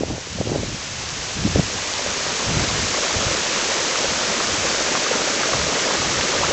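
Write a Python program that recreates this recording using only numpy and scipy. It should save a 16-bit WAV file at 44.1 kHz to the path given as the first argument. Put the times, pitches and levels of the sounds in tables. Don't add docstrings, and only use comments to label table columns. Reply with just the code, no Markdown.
import sys
import numpy as np
from scipy import signal
from scipy.fft import rfft, irfft
from scipy.io import wavfile
from scipy.ndimage import uniform_filter1d

SR = 44100
rng = np.random.default_rng(int(sys.argv[2]) if len(sys.argv) > 2 else 0)


def wrap_up_sound(samples):
    columns = np.atleast_2d(samples).T
    tamed = np.clip(columns, -1, 1)
    steps = np.round(tamed * 32767).astype(np.int16)
    wavfile.write(sys.argv[1], SR, steps)


N = 287664
TIME_S = np.arange(N) / SR

# start_s, hold_s, relative_db, turbulence_top_hz
WIND_GUSTS = [(.01, .035, -31.5, 450), (0.1, 0.023, -26.5, 654), (0.325, .05, -32.5, 200),
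              (0.39, 0.012, -30, 700), (0.47, 0.092, -26, 620), (0.588, .15, -31, 320),
              (.88, .36, -39, 100), (1.382, 0.18, -26.5, 218), (1.563, 0.026, -20, 240),
              (1.75, .02, -33, 70), (2.063, 0.036, -36, 70), (2.26, 0.035, -39, 70), (2.479, .07, -24, 170),
              (2.568, 0.079, -25, 448), (2.7, .15, -29.5, 130), (3.166, 0.016, -30, 79.5),
              (3.26, 0.045, -30, 80), (4.064, .04, -35, 70), (4.497, 0.16, -36.5, 70),
              (5.548, 0.1, -29, 70), (5.99, 0.21, -32, 70), (6.387, 0.14, -32, 90)]


def steam(flicker_db=0.21, fizz_db=-8):
    # time_s, level_db
    approach = [(0, -34.5), (1.07, -29), (2.4, -24), (3.18, -22.5), (6.52, -22.5)]
    # freq_hz, gain_db
    spectrum = [(60, -9.5), (250, -8), (600, 1.5), (1100, 1), (1800, 1), (2700, 1.35), (3800, 1),
                (5000, 1.46), (6300, 3), (7100, 0), (7800, -5), (8300, -21.5), (8700, -78.5)]
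    jet = rng.standard_normal(N) * undb(flicker_db * walk(35))
    fizz = swarm(1496, 8480, cycles=4.05, spread_db=0.2, rise=0.064, count=16000)
    return colour(jet + undb(fizz_db) * fizz, spectrum) * undb(curve(approach))


def boiling(surge_db=0.63, churn_db=-6, water_db=-1.12, gulp_db=-9.0):
    # time_s, relative_db
    approach = [(0, -42), (.9, -41), (1.8, -33), (2.8, -28), (4.2, -26), (6.52, -25)]
    # freq_hz, gain_db
    water_spectrum = [(80, -35), (200, -5.5), (330, -4), (450, 0), (570, 1), (730, -6), (950, -5.5),
                      (1250, -5), (1700, -8.5), (2600, -14.5), (4500, -50)]
    # freq_hz, gain_db
    gulp_spectrum = [(50, -28.5), (120, -10), (210, -1), (330, -3.5), (450, -7.5), (700, -22)]
    crowd = swarm(287, 3150, cycles=6.7, spread_db=3.0, rise=0.22, count=5000)
    churn = colour(rng.standard_normal(N), water_spectrum)
    water = unit(colour(crowd, water_spectrum) + undb(churn_db) * churn)
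    gulps = swarm(100.0, 523, cycles=5.8, spread_db=2, rise=0.15, count=1200)
    pool = water * undb(water_db) + colour(gulps, gulp_spectrum) * undb(gulp_db)
    return pool * undb(curve(approach) + surge_db * walk(22))


def plops(plop_db=-2.5, cycles=7.1, snap_db=-5, snap_hz=2600, splash_db=-13, splash_s=0.012):
    # start_s, pitch_hz, relative_db
    bursts = [(1.991, 600, -17), (2.062, 580, -14.5), (2.264, 533, -18), (2.984, 533, -18),
              (3.18, 605, -17), (3.957, 1210, -10.5), (4.043, 530, -13.5), (4.402, 1170, -10),
              (4.651, 467, -15), (4.806, 563, -13.5), (4.941, 480, -19), (4.952, 1110, -7.5),
              (5.064, 1130, -10), (5.111, 500, -14.5), (5.274, 514, -11), (5.433, 1170, -10.5),
              (5.533, 1100, -9.5), (5.536, 516, -10), (5.909, 1070, -12.5), (6.211, 1680, -9),
              (6.352, 480, -13), (6.434, 1010, -7), (6.444, 1360, -11), (6.506, 506, -15)]
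    out = np.zeros(N)
    for start_s, hz, db in bursts:
        add(out, start_s, undb(db + plop_db) * bubble(hz, cycles, rise=0.13))
        add(out, start_s + 1 / hz, undb(db + snap_db) * bubble(snap_hz, cycles=2.6, rise=0))
        for delay, height in rng.random((3, 2)):
            splash = bubble(hz * 2 ** (height * 0.65), cycles, rise=0.31)
            add(out, start_s + delay * splash_s, undb(db + splash_db) * splash)
    return out


def spits(pitch_hz=4300, trim_db=-4):
    # start_s, relative_db
    droplets = [(1.09, -9), (1.938, -4), (3.249, -8), (3.883, -9), (3.989, -12), (4.108, -9), (4.471, -6),
                (5.351, -9)]
    out = np.zeros(N)
    for start_s, db in droplets:
        add(out, start_s, undb(db + trim_db) * bubble(pitch_hz, cycles=3, rise=0))
    return out


def wind_buffets(low_hz=125, edge_hz=980, eddy_db=1.0, flutter_db=4.0, gust_db=4, sharpness=1.6):
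    # centre_s, pitch_hz, relative_db
    eddies = [(.009, 327, -12), (.035, 520, -9.5), (.113, 260, -15.5), (.181, 480, -18),
              (0.272, 400, -23.5), (0.405, 196, -13.5), (.412, 520, -10.5), (.473, 397, -13.5),
              (.519, 280, -12.5), (0.56, 427, -8), (.633, 450, -15), (1.453, 192, -8.5), (1.463, 230, -10),
              (1.559, 457, -5), (1.595, 540, -9.5), (1.597, 200, -7), (2.572, 127, -10.5),
              (3.167, 90, -17.5), (3.27, 105, -18)]
    out = np.zeros(N)
    flutter = undb(flutter_db * walk(130))
    air = unit(band(rng.standard_normal(N) * flutter, edge_hz, "low"))
    for start_s, hold_s, db, top_hz in WIND_GUSTS:
        crest = gust(start_s, hold_s) ** sharpness
        out += undb(db + gust_db) * crest * band(air, top_hz, "low")
    out = band(out, low_hz, "high")
    for centre_s, hz, db in eddies:
        turns = np.arange(-2, 2, hz / SR)
        thump = np.cos(2 * np.pi * turns) * np.exp(-(turns / 0.57) ** 2)
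        add(out, centre_s - 2 / hz, undb(db + eddy_db) * thump)
    return band(out, edge_hz, "low", order=5)


def wind_rumble(breeze_db=-38.5, fade_db_per_s=1.54, sway_db=2.5, steadiness=0.81, trim_db=-1):
    # freq_hz, gain_db
    spectrum = [(15, -26), (30, -10.5), (55, -3.5), (95, 0.5), (135, -3), (200, -8.5), (300, -13.5),
                (600, -37), (1200, -65)]
    breeze = undb(breeze_db - fade_db_per_s * TIME_S + sway_db * walk(13))
    gust_power = sum((undb(db) * gust(start_s, hold_s)) ** 2 for start_s, hold_s, db, _ in WIND_GUSTS)
    pressure = np.sqrt(breeze ** 2 + gust_power)
    flow = colour(rng.standard_normal(N), spectrum)
    swell = np.sqrt(uniform_filter1d(flow ** 2, size=3000))
    even_flow = unit(flow / swell ** steadiness)
    return even_flow * pressure * undb(trim_db)


def gust(start_s, hold_s, attack_s=0.022, release_s=0.045):
    early_s = np.maximum(start_s - TIME_S, 0)
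    late_s = np.maximum(TIME_S - start_s - hold_s, 0)
    return np.exp(-early_s / attack_s - late_s / release_s)


def bubble(hz, cycles, rise, onset_cycles=0.68):
    turns = np.arange(int(cycles * SR / hz) + 2) * hz / SR
    age = turns / cycles
    onset = 1 - np.exp(-(turns / onset_cycles) ** 2)
    envelope = np.exp(-np.log(20) * age) * (1 - age ** 2) * onset
    return np.sin(2 * np.pi * turns * (1 + rise * age / 2)) * envelope / envelope.max()


def swarm(low_hz, high_hz, cycles, spread_db, rise, count):
    out = np.zeros(N)
    for when, height, strength, length in rng.random((count, 4)):
        hz = low_hz * (high_hz / low_hz) ** height
        db = -spread_db * np.log(1 - 0.97 * strength)
        gain = hz * undb(db)
        add(out, when * N / SR, gain * bubble(hz, cycles * (0.5 + length), rise))
    return unit(out)


def undb(db):
    return 10 ** (np.asarray(db) / 20)


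def unit(x):
    return x / np.sqrt(np.mean(x ** 2))


def curve(rows):
    return np.interp(TIME_S, *np.transpose(rows))


def colour(x, spectrum):
    hz, db = np.transpose(spectrum)
    bins_hz = np.maximum(np.arange(N // 2 + 1) * SR / N, 1)
    gain = undb(np.interp(np.log(bins_hz), np.log(hz), db))
    return unit(irfft(rfft(x) * gain, N))


def band(x, hz, kind, order=2):
    return signal.sosfilt(signal.butter(order, hz, kind, fs=SR, output="sos"), x)


def walk(rate_hz):
    return unit(np.interp(TIME_S * rate_hz, np.arange(N), rng.standard_normal(N)))


def add(out, start_s, sound):
    start = int(np.clip(start_s * SR, 0, N))
    out[start:start + len(sound)] += sound[:N - start]


def scene():
    return (steam() + boiling() + plops() + spits() + wind_rumble() + wind_buffets())[None]


def record(dry):
    top_hz = 8500
    return signal.sosfilt(signal.ellip(10, 0.2, 80, top_hz, fs=SR, output="sos"), dry)


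dry = scene()
out = record(dry)
wrap_up_sound(out)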